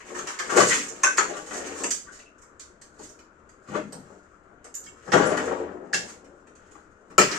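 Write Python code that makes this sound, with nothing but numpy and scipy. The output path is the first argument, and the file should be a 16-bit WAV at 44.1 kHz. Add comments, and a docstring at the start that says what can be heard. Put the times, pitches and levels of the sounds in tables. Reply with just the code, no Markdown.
"""Blows and sliding rubble as a slab of tile and plaster is torn off the wall of a bare bathroom; pieces knock,
clink and crunch on the floor, a heavy load is put down next door, and loose shards chatter as they ring.
Blows, grains and the load's rattle are noise bursts and clicks through seven band pulses; clinks are dying sines.
All these pass through the room's echo; a low hum and a dull hush are added, then a phone limits peaks and band."""
import sys
import numpy as np
from scipy import signal
from scipy.io import wavfile
from scipy.ndimage import uniform_filter1d

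SR = 44100
rng = np.random.default_rng(int(sys.argv[2]) if len(sys.argv) > 2 else 0)


def bounce(signal):
    """Save signal as a 16-bit WAV file at the path given by the first command-line argument."""
    frames = np.transpose(np.atleast_2d(signal))
    limited = np.clip(frames, -1, 1)
    pcm = np.round(limited * 32767).astype(np.int16)
    wavfile.write(sys.argv[1], SR, pcm)


N = 325458
EDGE_HZ = 15700  # upper band limit
# Lead of the right port over the left in seconds, negative is a delay: one for each of the three late echo
# tails that take turns.
LAG_S = (.0004, -0.00048, 0.0002)


def gain_of(db):
    """Amplitude factor of a level in dB."""
    return 10 ** (np.asarray(db) / 20)


def evened(x):
    """Scale to an RMS of 1."""
    return x / np.sqrt(np.mean(x ** 2) + 1e-20)


def smoothed(x, step):
    """Two moving averages, each step samples long."""
    return uniform_filter1d(uniform_filter1d(x, step), step)


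def read(points, hz):
    """Interpolate a (Hz, value) table over log frequency."""
    f, value = np.transpose(points)
    return np.interp(np.log(hz + 1), np.log(f + 1), value)


def add(mix, s, sound):
    """Add a sound to the mix at s seconds, cut at the end of the mix."""
    part = mix[..., round(s * SR):][..., :sound.shape[-1]]
    part += sound[..., :part.shape[-1]]


def grains(count, per_s, spread_db):
    """Trains of randomly timed one-sample clicks of either sign, a few of them large; RMS 1 a train."""
    size_db = spread_db * np.minimum(rng.exponential(1, (count, N)), 5)
    size = gain_of(size_db) * rng.choice([-1, 1], (count, N))
    clicks = size * (rng.random((count, N)) < per_s / SR)
    return np.array([evened(train) for train in clicks])


def rubble():
    """Tearing, sliding and trickling debris: clumped grains drive the bands; each slide rises, holds and falls."""
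    # Each row: peak, rise, hold and fall in seconds (rise and fall per 20 dB), then the peak levels of the
    # rumble, scrape, crumble and grit trains in dB.
    slides = [(0.0, 0.061, 0.0027, 0.018, -46, -38.5, -41, -34.5),
              (0.158, 0.15, 0.0061, 0.12, -30, -39.5, -38, -30.5),
              (0.274, 0.022, .005, 0.12, -52, -30.5, -32.5, -31),
              (0.495, 0.11, 0.087, 0.086, -27.5, -29.5, -34.5, -32),
              (0.572, 0.053, 0.044, 0.029, -20, -30, -20, -19),
              (0.701, 0.073, 0.042, 0.018, -33.5, -26, -24.5, -14),
              (0.75, .05, 0.0034, 0.2, -37.5, -39, -37, -25),
              (1.22, 1, 0.036, 0.37, -39.5, -42.5, -45, -37.5),
              (1.35, 0.14, 0.03, 0.049, -34, -49, -43, -40), (1.534, 0.28, 0.16, 0.3, -38, -41, -43, -33.5),
              (1.791, 0.079, 0.037, 0.05, -32, -38.5, -40.5, -34),
              (2.07, 0.022, 0.028, 0.046, -69, -46, -53.5, -61),
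              (3.03, 0.094, 0.004, 0.081, -55, -52, -51, -42),
              (3.737, 0.056, 0.0063, 0.046, -24.5, -30.5, -33.5, -36.5),
              (3.897, 0.3, 0.24, 0.086, -50, -58.5, -66, -57.5),
              (5.236, 0.27, 0.27, 0.16, -35, -36.5, -42.5, -41.5),
              (6.091, 0.12, 0.005, 0.053, -61, -46, -44, -37), (6.65, 0.25, 0.05, 0.14, -60, -77, -62, -58),
              (7.29, 0.037, 0.09, .1, -35.5, -30.5, -35, -29)]
    # Dust that never quite rests: rumble, scrape, crumble and grit levels in dB.
    trickle_db = (-60.5, -72, -75, -69)
    clump_s, clump_db = 0.011, 4.0  # averaging length; RMS unevenness
    t = np.arange(N) / SR
    power = gain_of(trickle_db)[:, None] ** 2 * np.ones(N)
    for peak_s, rise_s, hold_s, fall_s, *levels_db in slides:
        before = np.maximum(peak_s - t, 0) / rise_s
        after = np.maximum(t - peak_s - hold_s, 0) / fall_s
        shape_db = -20 * (before + after)
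        power = power + gain_of(levels_db)[:, None] ** 2 * gain_of(2 * shape_db)
    step = max(round(clump_s * SR), 1)
    clumps = gain_of(clump_db * evened(smoothed(rng.standard_normal((4, N)), step)))
    trains = np.sqrt(power) * evened(clumps) * grains(count=4, per_s=1100, spread_db=3.5)
    rumble, scrape, crumble, grit = trains
    boom = gain_of(-8.0) * rumble
    snap = gain_of(-9.5) * crumble + gain_of(-7.0) * grit
    fizz = gain_of(-22.0) * grit
    return np.array([boom, rumble, scrape, crumble, snap, grit, fizz])[:, None]


def drone():
    """A low wavering hum: a narrow band of noise carried along a gliding pitch."""
    # Each row: time in seconds, pitch in Hz, level in dB ahead of a fixed 6 dB cut.
    glide = [(0.0, 76, -63), (0.8, 81.5, -80), (1.701, 80, -56), (2.4, 73, -69), (3.332, 73, -62.5),
             (4.499, 72, -87), (5.301, 81, -46), (5.999, 79, -60.5), (7.38, 76, -70.5)]
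    s, hz, db = np.transpose(glide)
    t = np.arange(N) / SR
    a, b = smoothed(rng.standard_normal((2, N)), 3000)
    carrier = np.exp(2j * np.pi * np.cumsum(np.interp(t, s, hz)) / SR)
    hum = evened(((a + 1j * b) * carrier).real)
    return gain_of(np.interp(t, s, db) - 6.0) * hum


def hush():
    """Street and house far off: steady dull noise with drifting spectral patches."""
    # Each row: frequency in Hz, relative density in dB per Hz.
    far_spectrum = [(12, -26.5), (20, 1), (35, -1), (54, -24), (132, -16.5), (178, -31.5), (205, -11),
                    (263, -24), (302, -13), (409, -18), (693, -21), (753, -29.5), (1420, -15),
                    (2040, -30.5), (15000, -84.5)]
    level_db, patch_db = -55.5, 1.6
    frames, hz = N // 256 + 5, np.fft.rfftfreq(1024, 1 / SR)
    a, b, c, d, patches = rng.standard_normal((frames, 513, 5)).T
    patches = evened(uniform_filter1d(uniform_filter1d(patches, 10, 0), 14, 1))
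    colour = gain_of(read(far_spectrum, hz)[:, None] + patch_db * patches)
    z = ports(a + 1j * b, c + 1j * d, hz, LAG_S[-1]) * colour
    noise = signal.istft(z, nperseg=1024, noverlap=768)[1][:, :N]
    return gain_of(level_db) * evened(noise)


def clump(contact_ms, pan_db):
    """One contact in seven bands: a smooth push for the boom, noise cracks above; the thud builds slowest."""
    build = 1.5  # higher is a softer start
    stretch = np.array([[1.5], [2.2], [1.4], [1.1], [.9], [.8], [.8]])  # boom to fizz
    u = np.arange(3000) / SR * 1000 / np.clip(contact_ms, .5, 30) / stretch
    shape = u ** build * np.exp(-build * u)
    z = rng.standard_normal(3000)
    shape[1:] *= z * abs(z)  # squared size makes a few cracks stand out
    shape = shape / np.linalg.norm(shape, axis=1)[:, None]
    return shape[:, None] * gain_of([[pan_db / 2], [-pan_db / 2]])


def blows():
    """Each blow is a short clump of cracks that drives the seven bands; a thump is the push alone."""
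    # Each row: start in seconds, crack, knock and thud levels in dB, contact time in ms ahead of a stretch
    # per band, left over right in dB, clack and snap above what is usual for such a blow in dB.
    blow_table = [(0.1459, -26, -5.5, -16, 1.7, -15.5, -7, 6), (0.189, -17, 1, -30, 1.4, -3, 3, -0.5),
                  (0.271, 2, -10, -10, 1.3, -4.5, 5.5, 2.5), (0.388, -1.5, -0.5, -12.5, 2.2, -11, 4.5, 6),
                  (0.3968, -4, -1.5, -19, 1, 10, -17, 7.5), (0.566, -2, 15, 23, 2.87, 0, -21, -2),
                  (0.598, 14, 15, 11, 3.8, -3.5, -3, 4.5), (0.655, -9, -3.5, 4.5, 0.93, -5, -9, -4),
                  (0.723, 1, -6.5, -14.5, 1.3, -5, 1, 6), (0.754, -5, -5, -13.5, 1.3, -2.5, 2, 2.5),
                  (0.88, -3, -29.5, -32.5, 5.1, -6.5, 7, -11), (1.032, 13, 15, 3.5, 3, -1.5, -2, -13.5),
                  (1.1698, 11, -6.5, -4.5, 5.3, -3.5, 8.5, 2), (1.1809, -5.5, 16.5, -0.5, 0.6, 0.5, 2, -3),
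                  (1.202, -3.5, 4, -6.5, 1.2, 1.5, -0.5, 3), (1.2912, -11, -15, 4.5, 3.4, -5.5, 8, -2),
                  (1.334, -22, -10, -3, 0.77, -6, 10.5, -1.5), (1.367, -7, -15.5, -7.5, 0.84, -2.5, 9, 1),
                  (1.508, -14.5, -9, -12, 1.4, 2, 5, 2), (1.528, -1, -4.5, -4, 7.1, 0, -3.5, 1),
                  (1.569, -14, -13, -0.5, 3, -7, -2, 0.5), (1.6082, -27, -9.5, -1, 2.3, 1, -6, 1),
                  (1.834, 7, -2, -6.5, 5, -1.5, 1.5, -10), (1.905, 14, -7, -31.5, 3, -1, -2, -2),
                  (2.108, -8.5, -22.5, -42, 37, -1, 4, 1), (2.1899, -15, -30, -42, 2.8, 0, 10, 5),
                  (2.38, -25.5, -28, -47, 4.1, 0, -2, -11), (2.415, -17, -24, -40, 5.8, -2, -4, -3.5),
                  (2.595, -5, -21, -41.5, 2.9, -2, 3, 2.5), (2.8133, -11, -28, -47.5, 2.8, -2, 4.5, 1),
                  (2.992, -15.5, -26, -8.5, 1.45, -1, -4, 2), (3.09, -11, -42, -18, 2.9, -2, 2, -7),
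                  (3.1882, -19.5, -33, -19.5, 2.5, -0.5, 10.5, 3.5),
                  (3.49, -21, -28, -42.5, 1.8, -1.5, 0.5, 0.5), (3.6824, -22, -9.5, -20, 3.9, -5, 0, 7),
                  (3.7522, -34, -12.5, -18, 3.8, -19, 14.5, -4), (3.922, -12, -14, -8, 2.5, -2.5, 1, 7),
                  (4.642, -10, -14.5, -13.5, 3, -0.5, -3, -1), (4.741, -3, -32, -29, 1.7, -7, 0, -3),
                  (4.752, -4.5, -27.5, -33, 1.1, 4.5, -3, -7.5), (4.8347, -10.5, -45, -34.5, 5, -3, 7, -1),
                  (4.862, -18, -21.5, -39.5, 2.1, -1, 5, -2),
                  (5.05, -20.5, -33.5, -5.5, 9.6, -1.5, -2, 3.5), (5.0763, -19, -4, -2, 1.8, 2, -8, 7.5),
                  (5.118, -2, 14, 13, 3, -10, 1.5, 11), (5.1319, 8, 14.5, 16.5, 1.55, 2, 3.5, 5.5),
                  (5.1731, -2, 12, 9, 2.5, -1, -14, -14), (5.218, -7, -0.5, 4, 1.8, 0, 10.5, 12),
                  (5.2543, -1.5, -3, 3.5, 2, 2, -10, -8), (5.3039, -7.5, -10, 13.5, 1.3, -4, -5, -3),
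                  (5.368, 1, 8, 1, 3.7, -1.5, -2.5, 5), (5.39, -20, 0, 9, 2, -8, 0, -1),
                  (5.4726, -19, -4, 5.5, 1.9, -3, -0.5, 2), (5.51, -21, -5, 6, 1, 2, -6, -3),
                  (5.595, -25, -15, 3, 3.1, -6.5, 1, 3), (5.9279, -1, 0.5, -3, 3.6, -8, 3, 10.5),
                  (5.9381, 10, -2.5, -2, 1.5, 0, 7, 7), (6.243, -24, -33, -37, 3.6, -1, 9, 2),
                  (6.469, -26.5, -32, -46, 2, -2, 10, 4), (6.552, -23.5, -38, -39, 2.3, -3, 7, 1.5),
                  (6.712, -24, -31, -34, 3.6, -7, 6, 1), (6.7491, -27, -16.5, -20, 2.1, 2.5, -1, 4),
                  (6.781, -38, -31, -31, 2, -3, -5, 5), (7.098, -23, -18.5, -15.5, 7.1, -0.5, 3, 5),
                  (7.18, 17.5, 7, 17, 0.94, 1, 6.5, 7.5), (7.19, 12, 15, 1, 1.8, -7, -6.5, -2),
                  (7.213, 5, -3, 1, 1.4, 1, 14.5, 12), (7.313, -3.5, -11.5, -2, 1.54, -8, 4, 12.5)]
    # Heavy weights that shake the floor. 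Each row: start in seconds, boom level in dB.
    thump_table = [(0.597, 10), (2.9921, -15.5), (3.686, 0), (3.852, -4.5), (3.946, -4.5), (4.8342, -20.5),
                   (5.0768, -2), (5.132, 15), (5.9386, -3), (7.101, -13.5), (7.1827, 12)]
    boom_under_thud_db, snap_under_crack_db = -28, -6.5
    clack_offset_db, clack_share = -3, 0.35  # share of the way from knock to crack
    fizz_offset_db, fizz_slope = -32.5, 0.39  # slope: dB per dB of crack over knock
    hardness = 0.084  # dB of clack and fizz per dB of crack
    thump_ms, thump_pan_db = 2.76, -2
    drive = np.zeros((7, 2, N))
    for s, crack_db, knock_db, thud_db, contact_ms, pan_db, more_clack_db, more_snap_db in blow_table:
        bright_db, hard_db = crack_db - knock_db, hardness * crack_db
        boom_db = thud_db + boom_under_thud_db
        clack_db = clack_offset_db + knock_db + clack_share * bright_db + hard_db + more_clack_db
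        snap_db = snap_under_crack_db + crack_db + more_snap_db
        fizz_db = fizz_offset_db + crack_db + fizz_slope * bright_db + hard_db
        levels = gain_of([boom_db, thud_db, knock_db, clack_db, snap_db, crack_db, fizz_db])
        add(drive, s, levels[:, None, None] * clump(contact_ms, pan_db))
    for s, boom_db in thump_table:
        add(drive[0], s, gain_of(boom_db) * clump(thump_ms, thump_pan_db)[0])
    return drive


def clinks():
    """Dying modes of plaster slabs and thin ceramic shards; a loose piece chatters, which blurs its ring."""
    # Each row: start in seconds, base frequency in Hz, level in dB, t60 in seconds, chatter share 0-1.
    clink_table = [(.19, 6430, -30.5, 0.03, 0.3), (.567, 443, -7.5, 0.06, 0.1),
                   (1.036, 6350, -13, 0.035, 0.57), (1.045, 2590, -20, 0.05, 0.4),
                   (1.069, 1543, -17.5, 0.14, 0), (1.183, 6740, -11.5, 0.044, 0.6),
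                   (1.191, 4400, -26.5, 0.027, 0.3), (1.836, 7590, -23, 0.1, 0.2),
                   (1.839, 2670, -33, 0.055, 0), (1.843, 4870, -31.5, 0.027, 0.16),
                   (1.909, 7070, -27.5, 0.12, 0.8), (2.082, 1523, -40, 0.098, .9),
                   (2.26, 2670, -51, 0.18, .3), (2.201, 2680, -54.5, 0.23, 0.46),
                   (2.21, 2330, -50, .06, 0.4), (3.69, 207.3, -29, 0.45, 0.32), (3.752, 309, -23, 0.12, .4),
                   (3.759, 597, -25, 0.061, 0.17), (3.925, 4970, -44, 0.0098, .9),
                   (3.93, 8270, -34, .02, .5), (3.925, 12900, -55, 0.06, 0.4),
                   (4.751, 6970, -24.5, 0.046, 0.6), (4.75, 12600, -43, 0.09, 0.35),
                   (4.868, 2210, -49.5, 0.084, 0.25), (4.885, 2740, -54.5, .1, .3),
                   (4.868, 3180, -50.5, .09, .35), (4.863, 5000, -52, 0.072, 0.35),
                   (4.878, 7410, -47, 0.11, .4), (5.241, 7180, -35.5, 0.28, .5),
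                   (5.27, 9180, -34.5, 0.069, .4), (5.933, 1690, -16.5, 0.082, 0.53),
                   (5.943, 2720, -15.5, 0.026, 0.7), (6.72, 7100, -53.5, 0.072, 0.3),
                   (7.18, 7020, -15.5, 0.06, .5), (7.182, 1322, -11.5, 0.081, 0.5),
                   (7.181, 13700, -36.5, .08, .9), (7.183, 472, -22, 0.12, 0.5),
                   (7.186, 2360, -8.5, 0.019, 0.34)]
    # Modes of a shard, a close pair. Each row: multiple of the base frequency, level in dB.
    shard_modes = [(1.001, 11), (1.029, -24.5)]
    chatter_cycles, rise_cycles = 6.4, 1.2  # cycles a loose piece stays in step; cycles a ring builds
    out, t = np.zeros(N), np.arange(SR // 3) / SR
    for s, hz, db, t60_s, share in clink_table:
        modes = sum(gain_of(mode_db) * np.sin(2 * np.pi * hz * k * t)
                    for k, mode_db in shard_modes if hz * k < EDGE_HZ)
        step = max(round(chatter_cycles * SR / hz), 1)
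        chatter = evened(smoothed(rng.standard_normal(len(t)), step))
        share = np.clip(share, 0, 1)
        rise = 1 - np.exp(-(t * hz / rise_cycles) ** 2)
        decay = gain_of(db - 60 * t / t60_s)
        add(out, s, decay * rise * modes * (1 - share + share * chatter))
    # the rings carry nothing below about 140 Hz
    return signal.sosfilt(signal.butter(2, 140, "high", fs=SR, output="sos"), out)


def load():
    """A dense rattle of clicks through the next room, dying band by band after the heavy load lands."""
    # One row per band, boom to fizz: level in dB, t60 in seconds.
    rattle_bands = [(-26.5, 2.03), (-18, 2.09), (-21.5, 1.24), (-29.5, 1.07), (-39, 0.97), (-43.5, 0.7),
                    (-96.5, 1)]
    t = np.arange(N) / SR - 5.14  # seconds since landing
    db, t60_s = np.transpose(rattle_bands)[..., None]
    decay = gain_of(db - 60 * abs(t) / t60_s) * (t > 0)
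    return (decay * grains(count=7, per_s=120, spread_db=3.0))[:, None]


def bands():
    """Material and microphone colour cut into seven minimum-phase pulses of energy 1.

    Low to high: boom, thud, knock, clack, snap, crack, fizz."""
    # Each row: frequency in Hz, relative density in dB per Hz.
    colour = [(40, -62), (100, -34.5), (200, -5.5), (450, -1), (760, -11), (1200, -6), (1600, -6.5),
              (2300, -16), (3700, -22.5), (5500, -14.5), (7000, -9), (8500, -18), (9500, -30.5),
              (14500, -19.5), (15800, -57.5)]
    # Six band edges in Hz.
    splits_hz = (300, 900, 1900, 3500, 5600, 9300)
    hz = np.fft.rfftfreq(4096, 1 / SR)
    below = [0 * hz] + [1 / (1 + (hz / edge) ** 12) for edge in splits_hz] + [1 + 0 * hz]
    pulses = []
    for low, high in zip(below, below[1:]):
        log_gain = np.log(gain_of(read(colour, hz)) * np.sqrt(abs(high - low)) + 1e-6)
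        circle = np.r_[log_gain, log_gain[-2:0:-1]]
        pulse = np.fft.ifft(np.exp(np.conj(signal.hilbert(circle)))).real[:2048]
        pulses.append(pulse / np.linalg.norm(pulse))
    return pulses


def ports(a, b, hz, lag_s):
    """Two microphone ports: the right hears a share of the left, shifted in time and level, plus its own part."""
    # Each row: frequency in Hz, left-right likeness 0-1.
    likeness = [(60, 0.92), (330, 0.93), (600, 0.89), (1600, 0.13), (5000, 0.21), (14000, 0.11)]
    # Each row: frequency in Hz, left over right in dB.
    lean_db = [(60, 5.5), (300, 5), (1000, 12), (2500, 2.5), (5000, -4), (12000, -0.5)]
    standing_hz = 450  # well below this, standing waves reach both ports nearly in step
    same = np.clip(read(likeness, hz), 0, 1)[:, None]
    lean = gain_of(read(lean_db, hz) / 2)[:, None]
    lead_s = lag_s * hz ** 2 / (hz ** 2 + standing_hz ** 2)
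    shift = np.exp(2j * np.pi * hz * lead_s)[:, None]
    right = same * a * shift + np.sqrt(1 - same ** 2) * b
    return np.array([a * lean, right / lean])


def tail(t60_scale, direct, lag_s):
    """Echo response: sparse random-sign taps behind the direct path, dying by frequency; mean energy 1 a channel."""
    # Each row: frequency in Hz, t60 in seconds ahead of t60_scale.
    decay_times = [(100, 0.84), (300, 0.33), (1000, 0.25), (3000, 0.37), (7000, 0.34), (13000, 0.32)]
    taps = np.zeros((2, SR * 3 // 4))
    jitter = rng.integers(0, 20, (2, (taps.shape[1] - 573) // 20))
    at = np.arange(572, taps.shape[1] - 20, 20) + jitter
    np.put_along_axis(taps, at, rng.choice([-1., 1.], at.shape), 1)
    taps[:, 512] = direct
    hz, t, z = signal.stft(taps, SR, nperseg=512)
    decay_db = -60 * abs(t - 512 / SR) / read(decay_times, hz)[:, None] / t60_scale
    z = ports(*z, hz, lag_s) * gain_of(decay_db)
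    heard = signal.istft(z, SR, nperseg=512)[1]
    return heard * np.sqrt(2) / np.linalg.norm(heard)


def room(x):
    """Direct sound with quickly dying echoes; three longer tails take turns, each with its own port lag."""
    early_db, late_db, turns_per_s = -9.0, -5.5, 1.3
    out = gain_of(early_db) * signal.oaconvolve(x, tail(0.62, 3.44, LAG_S[0]), axes=1)
    turn = 2 * np.pi * turns_per_s * np.arange(N) / SR
    for k, lag_s in enumerate(LAG_S):
        window = np.sqrt(2 / 3) * np.cos(turn + 2 * np.pi * k / 3)  # the three powers sum to 1
        out += gain_of(late_db) * signal.oaconvolve(x * window, tail(0.93, 0, lag_s), axes=1)
    return out[:, 512:N + 512]


def scene():
    """Band-shaped debris and rings through the room, plus rings from close by, hush and hum."""
    ring_near_db, ring_room_db = -9.5, -3.5
    drive = blows() + rubble() + load()
    debris = sum(signal.oaconvolve(d, pulse[None], axes=1)[:, :N] for d, pulse in zip(drive, bands()))
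    rings = clinks()
    near = signal.oaconvolve(rings[None], tail(0.32, 6.0, LAG_S[-1]), axes=1)[:, 512:N + 512]
    echoed = room(debris + gain_of(ring_room_db) * rings)
    return echoed + gain_of(ring_near_db) * near + hush() + drone()


def record(dry):
    """The loudest peaks round off in the input stage; then the band limit of the phone."""
    rounded = dry / (1 + dry ** 6) ** (1 / 6)
    lowpass = signal.firwin(511, EDGE_HZ, window=("kaiser", 9), fs=SR)
    return signal.oaconvolve(rounded, lowpass[None], "same")


dry = scene()
out = record(dry)
bounce(out)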